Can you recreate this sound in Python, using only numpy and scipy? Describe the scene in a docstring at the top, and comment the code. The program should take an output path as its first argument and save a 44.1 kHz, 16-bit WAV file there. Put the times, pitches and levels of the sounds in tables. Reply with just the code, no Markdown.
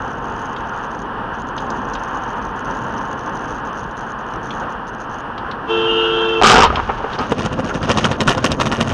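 """Inside a car on a wet country road. The tyres roar and rumble with the road surface, and loose trim
buzzes, ticks and squeaks. A two-tone horn sounds over sliding tyres and squealing brakes. Another car
hits the side: metal crumples and parts crack, loudly enough to overload the microphone. Debris knocks,
and the car rolls on with a damaged wheel that thumps and shakes the dashboard. A faint, very high
ringing fizz comes with the crash and the later thumps."""
import sys
import numpy as np
from scipy import signal
from scipy.fft import rfft, irfft
from scipy.io import wavfile
from scipy.ndimage import uniform_filter1d

SR = 44100
rng = np.random.default_rng(int(sys.argv[2]) if len(sys.argv) > 2 else 0)


def master(y):
    """Save y as 16-bit WAV."""
    cut = np.clip(np.atleast_2d(y).T, -1, 1)
    pcm = np.round(cut * 32767)  # scale
    wavfile.write(sys.argv[1], SR, pcm.astype(np.int16))


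N = 393813
TIME = np.arange(N) / SR
HORN_ON_S, HORN_OFF_S, IMPACT_S, WHEEL_ON_S = 5.675, 6.405, 6.416, 6.66


def from_db(db):
    """Turn decibels into a gain: 0 dB changes nothing, -6 dB about halves a signal."""
    return 10 ** (np.asarray(db) / 20)


def rms_one(x):
    """Scale a signal to an average power of 1."""
    return x / np.sqrt(np.mean(x ** 2) + 1e-20)


def in_time(rows):
    """Join a table's points with straight lines, giving each column a value at every sample."""
    times, *columns = np.transpose(rows)
    return [np.interp(TIME, times, column) for column in columns]


def keep_band(x, hz, kind, order=2):
    """Keep the "low" or the "high" side of hz."""
    sections = signal.butter(order, min(hz, .45 * SR), kind, fs=SR, output="sos")
    return signal.sosfilt(sections, x + 1e-18)


def drift(per_s):
    """A random wobble, about 1 in size, that changes course about per_s times a second."""
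    points = rng.standard_normal(4000)
    return rms_one(np.interp(TIME * per_s, np.arange(len(points)), points))


def resonance(x, hz, width_hz):
    """Make x ring at one pitch; a narrower width rings longer."""
    r = np.exp(-np.pi * width_hz / SR)
    feedback = [1, -2 * r * np.cos(2 * np.pi * hz / SR), r * r]
    return signal.lfilter(np.array([1, 0, -1]) * (1 - r * r) / 2, feedback, x + 1e-18)


def coloured(x, spectrum, size=8192):
    """Give x the tone colour in a table; white noise keeps its power."""
    hz, db = np.transpose(spectrum)
    grid_hz = np.maximum(np.arange(size // 2 + 1) * SR / size, 1)
    gains = from_db(np.interp(np.log(grid_hz), np.log(hz), db))
    # build a minimum-phase filter, which rings only after a hit
    cepstrum = irfft(np.log(gains))
    one_sided = 2 * cepstrum[:size // 2] * (np.arange(size // 2) > 0)
    response = irfft(np.exp(rfft(one_sided, size)))
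    return signal.oaconvolve(x, response / np.linalg.norm(response))[:N]


def held(start_s, end_s, attack_s, release_s):
    """A level that rises evenly, holds until the end, then dies away."""
    rise = np.clip((TIME - start_s) / attack_s, 0, 1)
    return rise * np.exp(-np.maximum(TIME - end_s, 0) / release_s)


def spells(rows, attack_s, release_s):
    """Add up one held level for each row."""
    return sum(from_db(db) * held(start_s, end_s, attack_s, release_s) for start_s, end_s, db in rows)


def push(t, length_s, rise_s):
    """The force of one contact: it builds up until t = 0, then lets go."""
    return np.exp(np.minimum(t, 0) / rise_s - (np.maximum(t, 0) / max(length_s, .002)) ** 2)


def pushes(times, levels_db, lengths_s, rise_s):
    """The force of a row of contacts."""
    power = np.zeros(N)
    for s, db, length_s in zip(times, levels_db, lengths_s):
        near = slice(int((s - .05) * SR), int((s + .2) * SR))
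        power[near] += (from_db(db) * push(TIME[near] - s, length_s, rise_s)) ** 2
    return np.sqrt(power)


def snaps(per_s, spread_db, even_s=0.014, colour_db=6.5, sharpness=2.07):
    """Random tiny hits, each ringing its own mix of pitches, with the level evened out over even_s."""
    hits = np.flatnonzero(rng.random(N) < per_s / SR)
    sizes_db = spread_db * rng.standard_normal(len(hits))
    out = 0.002 * rng.standard_normal(N)
    for hz in np.geomspace(200, 14000, 14):
        clicks = np.zeros(N)
        strengths = from_db(sizes_db + colour_db * rng.standard_normal(len(hits)))
        clicks[hits] = strengths * rng.choice([-1, 1], len(hits))
        out += resonance(clicks, hz, 200 + hz / sharpness)
    return out / np.sqrt(uniform_filter1d(out ** 2, int(even_s * SR)) + 1e-12)


def cabin(x, echo_db, fade_s):
    """Add close echoes from windows and trim, which fall by 60 dB in fade_s."""
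    t = TIME[:SR // 4]
    noise = keep_band(rng.standard_normal(len(t)), 8700, "low")
    tail = noise * from_db(-60 * t / fade_s) * (t > .001)
    return x + from_db(echo_db) * signal.oaconvolve(x, tail / np.linalg.norm(tail))[:N]


# How loud each stretch of road is, compared with the others: time_s, level_db
ROAD_SURFACE = [(0.1, -22), (0.8, -22.5), (1.55, -22.5), (1.8, -21), (2.3, -22.0), (3.0, -21.5),
                (4.2, -23.5), (4.6, -22), (4.9, -24), (5.5, -23)]
def roughness_db():
    """How much louder than usual the road surface makes the tyres."""
    level_db, = in_time(ROAD_SURFACE)
    return level_db - np.mean(level_db[TIME < HORN_ON_S])


# Tone colour of the tyre noise: pitch_hz, level_db
TYRE_COLOUR = [(15, -29), (25, -6), (48, -2.5), (75, -9.5), (130, -4.5), (162, -7.5), (222, -3), (357, -8),
               (525, -5), (596, -9), (850, -2), (1090, -1.5), (1650, -5), (2000, -15.5), (4400, -120)]
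# Tone colour of the road hiss: pitch_hz, level_db
HISS_COLOUR = [(1180, -25), (2000, -10), (2980, 4), (3850, -14.5), (5000, -15), (6400, -14.5), (7000, -26),
               (7700, -37.5), (9270, 0.5), (11000, -8.5), (14300, -62.5)]
# The tyres slide under braking, then again in a swerve: start_s, end_s, level_db
TYRE_SKIDS = [(5.66, 6.8, -32.5), (7.09, 7.23, -32.5)]
def road(split_hz=480, slowing_db_per_s=1):
    """Rumble, roar and hiss follow the road; skids add roar and the damaged wheel adds rumble."""
    rumble = rms_one(keep_band(coloured(rng.standard_normal(N), TYRE_COLOUR), split_hz, "low", order=4))
    roar = keep_band(coloured(rng.standard_normal(N), TYRE_COLOUR), split_hz, "high", order=4)
    roar = rms_one(keep_band(roar, 1864, "low", order=8))
    roar = rms_one(roar + keep_band(tread(), 1980, "low", order=4))
    hiss = coloured(rng.standard_normal(N), HISS_COLOUR)
    hiss = from_db(-19) * rms_one(keep_band(hiss, 4300, "low"))
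    # the tyres get quieter as the car loses speed after the crash
    rolling_db = roughness_db() - slowing_db_per_s * np.maximum(TIME - IMPACT_S, 0)
    wheel_drone = from_db(-26.5) * wheel_shake()
    skidding = spells(TYRE_SKIDS, attack_s=0.042, release_s=.035)
    rumble_level = np.hypot(from_db(-31 + 1.85 * rolling_db), wheel_drone) * from_db(drift(20))
    roar_level = np.hypot(from_db(-26.5 + rolling_db), skidding) * from_db(0.9 * drift(14))
    return rumble * rumble_level + (roar + hiss) * roar_level


# Notes of the tyre tread: pitch_hz, width_hz, level_db
TREAD_NOTES = [(786, 28, -7.5), (918, 34, 1.5), (1048, 24, 0.5)]
def tread():
    """The tread hums at a few pitches, which swell on rough road."""
    hum = sum(from_db(db) * resonance(rng.standard_normal(N), hz, width_hz)
              for hz, width_hz, db in TREAD_NOTES)
    return rms_one(hum) * from_db(-6 + 2.6 * roughness_db())


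def bouncing(rate_hz, unevenness, spread_db):
    """A loose part bounces almost regularly: the time since its last touch, and how hard that was."""
    bounces = np.cumsum(rate_hz * np.maximum(1 + unevenness * drift(110), .2)) / SR
    strengths = from_db(spread_db * np.clip(rng.standard_normal(4000), -3, 1.3))
    return bounces % 1 / rate_hz, strengths[bounces.astype(int)]


# When the loose trim buzzes: start_s, end_s, level_db
BUZZ_TIMES = [(0, 1.02, -44), (1.33, 5.22, -41.5), (7.2, 8.93, -38.5)]
# Tone colour of rubbing plastic: pitch_hz, level_db
RUB_COLOUR = [(1500, -22), (3000, -1), (5300, -3.5), (6500, 2.5), (7500, -32), (9300, 0.5), (11000, -10),
              (14000, -16)]
def trim_buzz(touch_s=0.0011):
    """Loose plastic bounces, harder on rough road; each touch is a tiny rising chirp."""
    since_s, strength = bouncing(rate_hz=137.2, unevenness=.2, spread_db=6.5)
    pitch_hz = 5300 + 1300 * (1 - np.exp(-since_s / touch_s)) + 196 * drift(200)
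    chirp = np.sin(2 * np.pi * np.cumsum(pitch_hz) / SR)
    rub = 0.63 * coloured(rng.standard_normal(N), RUB_COLOUR)
    touches = strength * since_s / touch_s * np.exp(1 - since_s / touch_s)
    moving = np.clip(2 * (drift(35) + 0.93) + roughness_db(), 0, 1)   # 0 while the part rests
    shaking = spells(BUZZ_TIMES, attack_s=0.0085, release_s=0.026)
    level = from_db(-4 + 0.61 * roughness_db() + drift(10))
    return (chirp + rub) * touches * moving * shaking * level


# Single ticks of the trim: start_s, level_db, pitch_hz
TRIM_TICKS = [(0.563, -19, 2900), (1.579, -14.5, 3140), (1.702, -18.5, 6400), (1.935, -20, 6200),
              (1.952, -16.5, 2870), (4.506, -14, 3180), (5.3797, -15.5, 3000), (5.513, -15.5, 3200),
              (6.757, -2.5, 2740), (7.134, -13, 3650), (7.188, -14.5, 4650)]
def trim_ticks(gain_db=-6.0, decay_s=0.0044):
    """Now and then the trim ticks, each piece ringing at its own pitch."""
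    out, t = np.zeros(N), TIME[:SR // 40]
    for s, db, hz in TRIM_TICKS:
        touch = rng.standard_normal(len(t)) * np.exp(-t / decay_s)
        tick = keep_band(resonance(touch, hz, width_hz=900), 5000, "low", order=4)
        out[int(s * SR):int(s * SR) + len(t)] += from_db(db + gain_db) * tick / np.abs(tick).max()
    return cabin(out, echo_db=-11.0, fade_s=0.11)


def trim_squeak(time_s=.725, pitch_hz=1423, waver_hz=15):
    """Two pieces of trim rub together for a moment."""
    phase = 2 * np.pi * np.cumsum(pitch_hz + waver_hz * drift(151)) / SR
    return from_db(-23.5) * push(TIME - time_s, length_s=0.018, rise_s=0.0069) * np.sin(phase)


# Tone colour of the dashboard plastic: pitch_hz, level_db
DASHBOARD_COLOUR = [(200, -7.5), (500, -4), (850, -2), (1400, -3), (2100, -10.5), (2900, -4.5),
                    (4100, -15.5), (5200, -15.5), (6600, -13.5), (7500, -29.5), (9200, -15.5), (10600, -37),
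                    (12600, -22), (15000, -47)]
# How strongly small loose parts rattle after the crash: time_s, level_db
LOOSE_RATTLE = [(7.4, -56), (7.8, -42), (8.0, -33), (8.14, -34), (8.2, -46), (8.5, -35.5), (8.57, -62),
                (8.66, -41), (8.9, -38)]
def grit_and_rattle():
    """Grit under the sliding tyres, then loose parts: small hits heard through the dashboard."""
    skidding = from_db(-4.5) * spells(TYRE_SKIDS, attack_s=0.042, release_s=0.34)
    loose_db, = in_time(LOOSE_RATTLE)
    loose = from_db(loose_db + 2 * drift(21)) * (TIME > WHEEL_ON_S)
    hits = snaps(per_s=2200, spread_db=2.7, even_s=0.062, colour_db=1.5)
    return keep_band(coloured(hits * (skidding + loose), DASHBOARD_COLOUR), 5040, "low")


# The tones that make up each horn: pitch_multiple, level_db
LOW_HORN_TONES = [(1, -26), (2, -44), (3, -44), (4, -47), (8, -40), (9, -49), (10, -43), (11, -56)]
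HIGH_HORN_TONES = [(1, -19.5), (2, -35.5), (3, -30), (6, -31), (7, -28)]
def horn(pitch_hz, tones, gain_db, scoop_s=.018, bite_s=.2, sag_db_per_s=2.5):
    """A buzzing disc starts slightly flat and slides up to pitch; its upper tones flutter."""
    sounding = np.clip((TIME - HORN_ON_S) / .04, 0, 1) * np.clip((HORN_OFF_S - TIME) / .008 + 1, 0, 1)
    since_s = np.maximum(TIME - HORN_ON_S, 0)
    flat_share = .012 * np.exp(-since_s / scoop_s)
    phase = 2 * np.pi * np.cumsum(pitch_hz * (1 - flat_share + 0.00071 * drift(90))) / SR
    bite_db = 7.5 * np.exp(-(since_s / bite_s) ** 2)   # multiples from 8 up start louder
    out = 0
    for multiple, db in tones:
        if multiple == 1:
            waver_db = .5 * drift(30) - sag_db_per_s * since_s
        else:
            waver_db = 1.5 * drift(120) + drift(8)
        level = from_db(db + gain_db + waver_db + bite_db * (multiple >= 8))
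        out += level * np.sin(multiple * phase + rng.uniform(0, 2 * np.pi))
    return np.sqrt(2) * sounding * out


# The squeal sinks as the wheel slows: time_s, pitch_hz, first_group_db, second_group_db
SQUEAL_PATH = [(5.75, 2940, -39, -45), (5.85, 2850, -38, -39), (5.89, 2840, -28, -38),
               (6.01, 2835, -23, -28.5), (6.11, 2844, -29, -29.5), (6.21, 2790, -34, -26),
               (6.28, 2702, -29, -27.5), (6.39, 2650, -28, -30)]
# The two groups of notes in the squeal: pitch_ratio, level_db, waver_hz
FIRST_SQUEAL_NOTES = [(1, 1, 6.7), (1.03, -4.5, 13)]
SECOND_SQUEAL_NOTES = [(.515, 0.5, 45), (1.155, -1, 15), (1.285, -12.5, 25), (1.41, -20.5, 45)]
def brakes(start_s=5.73, end_s=6.39, rough_share=0.26):
    """Rubbing makes the brakes sing rough, wavering notes that judder more as the wheel slows."""
    pitch_hz, first_db, second_db = in_time(SQUEAL_PATH)
    judder = 1 + 2.5 * np.clip((TIME - start_s) / (end_s - start_s), 0, 1) ** 3
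    out = 0
    for notes, group_db in ((FIRST_SQUEAL_NOTES, first_db), (SECOND_SQUEAL_NOTES, second_db)):
        for ratio, db, waver_hz in notes:
            phase = 2 * np.pi * np.cumsum(ratio * pitch_hz + waver_hz * judder * drift(170)) / SR
            level = from_db(group_db + db + 3.5 * drift(40))
            out += level * (np.sin(phase) + rough_share * drift(280) * np.cos(phase))
    return out * held(start_s, end_s, attack_s=.02, release_s=0.005)


# Tone colour of crunching metal: pitch_hz, level_db
CRUNCH_COLOUR = [(40, -20), (100, -7.5), (180, 1.5), (290, -0.5), (490, 5), (620, 2), (780, 6), (1270, 3),
                 (2000, -8.5), (3000, 0.5), (4200, -9.5), (5500, -7.5), (9000, -16), (14000, -33)]
def sheet_metal(blows, crunch_db, ring_db, ring_width_hz, snaps_per_s):
    """Each blow is a run of snaps from buckling metal that also sets one panel ringing."""
    buckling = snaps(snaps_per_s, spread_db=7.9, even_s=0.0099)
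    crunch, out = coloured(buckling, CRUNCH_COLOUR), np.zeros(N)
    for s, db, panel_hz, length_s, brightness_hz in blows:
        near = slice(int((s - .01) * SR), int((s + .2) * SR))
        force = push(TIME[near] - s, length_s, rise_s=0.0012)
        ring = resonance(buckling[near] * force, panel_hz, ring_width_hz)
        blow = from_db(crunch_db) * crunch[near] * force + from_db(ring_db) * ring / np.abs(ring).max()
        out[near] += from_db(db) * keep_band(blow, brightness_hz, "low", order=4)
    return out


# Low notes of the floor and doors: pitch_hz, width_hz, level_db
BODY_NOTES = [(107.5, 50, 1), (171.5, 24, 1.5), (222.5, 33.5, 2), (345, 390, -25.5), (502.5, 24, -5.5),
              (678, 99, -12)]
def body_boom(force):
    """Random jolts, as strong as the force, make the floor and doors boom."""
    def ring(x):
        return sum((-1) ** k * from_db(db) * resonance(x, hz, width_hz)
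                   for k, (hz, width_hz, db) in enumerate(BODY_NOTES))
    jolts = rng.standard_normal(N)
    return ring(jolts * force) / np.std(ring(jolts))


# Blows from the other car: time_s, level_db, pitch_hz, length_s, brightness_hz
CRASH_BLOWS = [(6.4143, -1, 696, 0.013, 1500), (6.434, 1, 1190, 0.02, 11000),
               (6.459, 6, 1210, 0.018, 12000), (6.486, -9, 1400, 0.013, 11000),
               (6.497, 0.5, 1134, 0.023, 11000), (6.528, -4, 850, 0.015, 11000),
               (6.544, -2, 1425, 0.009, 7000), (6.559, -1.5, 1300, 0.015, 3500),
               (6.577, -3, 900, 0.019, 3200), (6.593, -3, 1260, 0.013, 2500),
               (6.617, -5.5, 1150, 0.017, 2980), (6.627, -3, 990, 0.029, 4200)]
def collision():
    """The side of the car crumples in jerks with a boom, and debris follows."""
    times, levels_db, _, lengths_s, _ = np.transpose(CRASH_BLOWS)
    crumple = sheet_metal(CRASH_BLOWS, crunch_db=-4.5, ring_db=1.5, ring_width_hz=120, snaps_per_s=420)
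    boom = body_boom(pushes(times, levels_db - 23, lengths_s, rise_s=0.0024))
    knocks = debris()
    jerks = from_db(3.5 * drift(220))
    return cabin(crumple * jerks + knocks, echo_db=-14.0, fade_s=0.12) + boom


def shudder(contact_s=0.28, settle_s=0.57):
    """The body shakes on its springs while the cars touch, then more weakly until it settles."""
    stages = [(IMPACT_S, IMPACT_S + contact_s, -24.5), (IMPACT_S, IMPACT_S + settle_s, -31.5)]
    shake = keep_band(resonance(rng.standard_normal(N), hz=39, width_hz=45), 220, "low")
    return rms_one(shake) * spells(stages, attack_s=0.0064, release_s=0.063)


# Parts that break in the crash: start_s, level_db
BREAKING_PARTS = [(6.4229, 0), (6.4925, 2), (6.5179, 13), (6.526, 6), (6.5606, -4), (6.5685, 1),
                  (6.5815, 2), (6.588, 1), (6.593, 1), (6.608, -1), (6.614, -2), (6.6216, -1), (6.631, -4),
                  (6.646, -7)]
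# Tone colour of a crack: pitch_hz, level_db
CRACK_COLOUR = [(500, -11), (1500, 5.5), (2200, -1.5), (3000, 1.5), (4200, -7), (5500, -2), (7500, -12),
                (9500, -13), (14000, -20)]
def breaking_parts(decay_s=0.00089, gain_db=-3.0):
    """Plastic and metal give way in separate sharp cracks."""
    force = sum(from_db(db + gain_db) * np.exp(-np.abs(TIME - s) / decay_s) * (TIME >= s)
                for s, db in BREAKING_PARTS)
    return keep_band(coloured(rng.standard_normal(N) * force, CRACK_COLOUR), 6800, "low", order=4)


# Notes of the very high fizz: pitch_hz, width_hz, level_db
FIZZ_NOTES = [(11700, 160, -6), (12300, 160, -1), (12900, 230, 3)]
def high_fizz(start_s=IMPACT_S + .035, length_s=0.072, return_s=8.15, gain_db=-19):
    """A faint, very high ringing fizz on the crash and on the later wheel thumps."""
    crackle = snaps(per_s=700, spread_db=4.0)
    ring = sum(from_db(db) * resonance(crackle, hz, width_hz) for hz, width_hz, db in FIZZ_NOTES)
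    on_crash = held(start_s, start_s + length_s, attack_s=.02, release_s=0.037)
    times, levels_db, lengths_s = np.transpose(WHEEL_THUMPS)
    on_thumps = pushes(times, levels_db, lengths_s, rise_s=.002) * (TIME > return_s)
    return from_db(gain_db) * rms_one(ring) * (on_crash + on_thumps)


# Knocks of debris: time_s, level_db, pitch_hz, length_s
DEBRIS_KNOCKS = [(6.656, -1.5, 1230, .014), (6.699, 2.5, 1228, 0.0074), (6.725, -11, 700, 0.057),
                 (6.772, -8.5, 945, 0.013), (6.792, -6.5, 960, 0.017), (6.892, -2, 858, 0.018),
                 (7.002, -12.5, 587, 0.01), (7.039, -10, 508, 0.017), (7.181, -8, 1250, 0.047),
                 (7.318, -2.5, 462, .009), (7.587, -7, 517, 0.014), (7.691, -7, 1380, 0.024)]
def debris(brightness_hz=2060):
    """Broken pieces knock dully along the car's metal panels."""
    blows = [(*knock, brightness_hz) for knock in DEBRIS_KNOCKS]
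    return sheet_metal(blows, crunch_db=-15.5, ring_db=-9.0, ring_width_hz=55, snaps_per_s=1500)


def wheel_shake(rise_s=1):
    """The shaking of the damaged wheel, growing from 0 to 1."""
    return np.clip((TIME - WHEEL_ON_S) / rise_s, 0, 1)


# The damaged wheel thumps unevenly, about once a turn: time_s, level_db, length_s
WHEEL_THUMPS = [(7.209, -23, 0.018), (7.315, -16.5, 0.015), (7.386, -18.5, 0.07), (7.451, -18.5, 0.018),
                (7.529, -19.5, .013), (7.592, -21, 0.02), (7.647, -22.5, 0.058), (7.747, -17.5, 0.019),
                (7.833, -20, 0.036), (7.897, -6.5, 0.026), (7.973, -8.5, 0.028), (8.045, -8, 0.026),
                (8.113, -15, 0.02), (8.211, -10.5, 0.023), (8.281, -4, 0.04), (8.375, -16.5, 0.021),
                (8.4467, -6, 0.025), (8.512, -12.5, 0.02), (8.605, -8.5, 0.025), (8.659, -13.5, 0.023),
                (8.717, -16, 0.06), (8.807, -8.5, 0.019), (8.871, -19, 0.068), (8.915, -24, 0.021)]
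def damaged_wheel(rebound_s=0.029, thud_s=0.016):
    """Each thump booms in the body and shakes the dashboard, whose loose plastic then drops back."""
    times, levels_db, lengths_s = np.transpose(WHEEL_THUMPS)
    contacts = snaps(per_s=430, spread_db=3.0, even_s=.011, sharpness=5.0)
    rebound_times = times + rebound_s * from_db(rng.standard_normal(len(times)))
    thumps = pushes(times, levels_db, lengths_s, rise_s=0.0058)
    rebounds = pushes(rebound_times, levels_db - 17, lengths_s, rise_s=0.0021)
    chatter = contacts * np.hypot(thumps, rebounds) * from_db(-11.5)
    thud_db = -8.5 + 0.33 * levels_db   # a harder thump adds much more rattle than boom
    force = pushes(times, thud_db, np.full(len(times), thud_s), rise_s=0.028)
    growth = from_db(-7 + 3.5 * wheel_shake())
    thuds = keep_band(body_boom(force * growth), 1400, "low")
    return cabin(coloured(chatter, DASHBOARD_COLOUR), echo_db=-10.0, fade_s=0.015) + thuds


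def lull(lead_s=.034, width_s=0.012, depth_db=-5.5):
    """A level that dips briefly just before each thump of the wheel."""
    dips = sum(np.exp(-np.minimum(((TIME - s + lead_s) / width_s) ** 2, 20)) for s, _, _ in WHEEL_THUMPS)
    return from_db(depth_db * dips)


# The hardest hits of loose plastic as the wheel shakes the car: start_s, crack_db, clunk_db
PLASTIC_HITS = [(7.3218, -11, -13.5), (7.461, -8.5, -16), (7.8296, -16, -25), (7.894, -7, -13),
                (7.9153, -7, -18), (7.984, -8, -13), (8.011, -20, -21), (8.0443, -5.5, -19),
                (8.053, -10, -5.5), (8.115, -12.5, -17.5), (8.2056, -7, -18), (8.2118, -5, -16),
                (8.2763, -2, -11), (8.2823, -7, -18), (8.2924, -6, -15), (8.3064, -13, -14),
                (8.3496, -17, -21), (8.3804, -14, -14.5), (8.4437, -0.5, -10.5), (8.462, -11, -28),
                (8.518, -3, -17), (8.6, -15, -15), (8.6158, -11, -10.5), (8.663, -19, -13.5),
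                (8.6703, -13, -14), (8.723, -10, -18), (8.7296, -9, -17), (8.8107, -5, -21),
                (8.8274, -15, -20)]
def plastic_clacks(crack_s=0.0012, contact_s=0.0003, scatter_octaves=0.36):
    """Each hit is a ringing crack and a short clunk, on a spot with its own pitch."""
    cracks, clunks, t = np.zeros(N), np.zeros(N), TIME[:SR // 50]
    for s, crack_db, clunk_db in PLASTIC_HITS:
        near = slice(int(s * SR), int(s * SR) + len(t))
        pitch_ratio = 2 ** (scatter_octaves * rng.standard_normal())
        crack = rng.standard_normal(len(t)) * np.exp(-t / crack_s)
        crack += from_db(3) * resonance(crack, 3400 * pitch_ratio, width_hz=520)
        clunk = resonance(np.exp(-t / contact_s), 950 * pitch_ratio, width_hz=520)
        cracks[near] += from_db(crack_db) * crack / np.abs(crack).max()
        clunks[near] += from_db(clunk_db + 7.5) * clunk / np.abs(clunk).max() * rng.choice([-1, 1])
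    return cabin(coloured(cracks, CRACK_COLOUR) + clunks, echo_db=-10.0, fade_s=0.028)


def scene():
    """Add the drive, the horns and brakes, the crash and the limping wheel into one channel."""
    low_horn = horn(pitch_hz=345.7, tones=LOW_HORN_TONES, gain_db=1.5)
    high_horn = horn(pitch_hz=448.1, tones=HIGH_HORN_TONES, gain_db=0.5)
    driving = (road() + trim_buzz() + grit_and_rattle()) * lull() + trim_ticks() + trim_squeak()
    crash = collision() + breaking_parts() + high_fizz() + shudder()
    return (driving + low_horn + high_horn + brakes() + crash + damaged_wheel() + plastic_clacks())[None]


def overload(x, ceiling, hardness):
    """Round off the peaks so that they stay below the ceiling."""
    return x / (1 + np.abs(x / ceiling) ** hardness) ** (1 / hardness)


def record(dry, treble_hz=8400, leak_db=-27, cutoff_hz=15800):
    """A small microphone overloads on the crash and loses the deepest bass and most of the top treble."""
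    clipped = keep_band(overload(dry, ceiling=.69, hardness=6), 22, "high", order=1)
    leak = from_db(leak_db) * keep_band(clipped, 12800, "low", order=8)
    dulled = keep_band(clipped, treble_hz, "low", order=6)
    limited = keep_band(overload(dulled, ceiling=.77, hardness=12), 10000, "low", order=4)
    steep_cut = signal.ellip(14, .1, 90, cutoff_hz, fs=SR, output="sos")
    return signal.sosfilt(steep_cut, limited + leak)


dry = scene()
out = record(dry)
master(out)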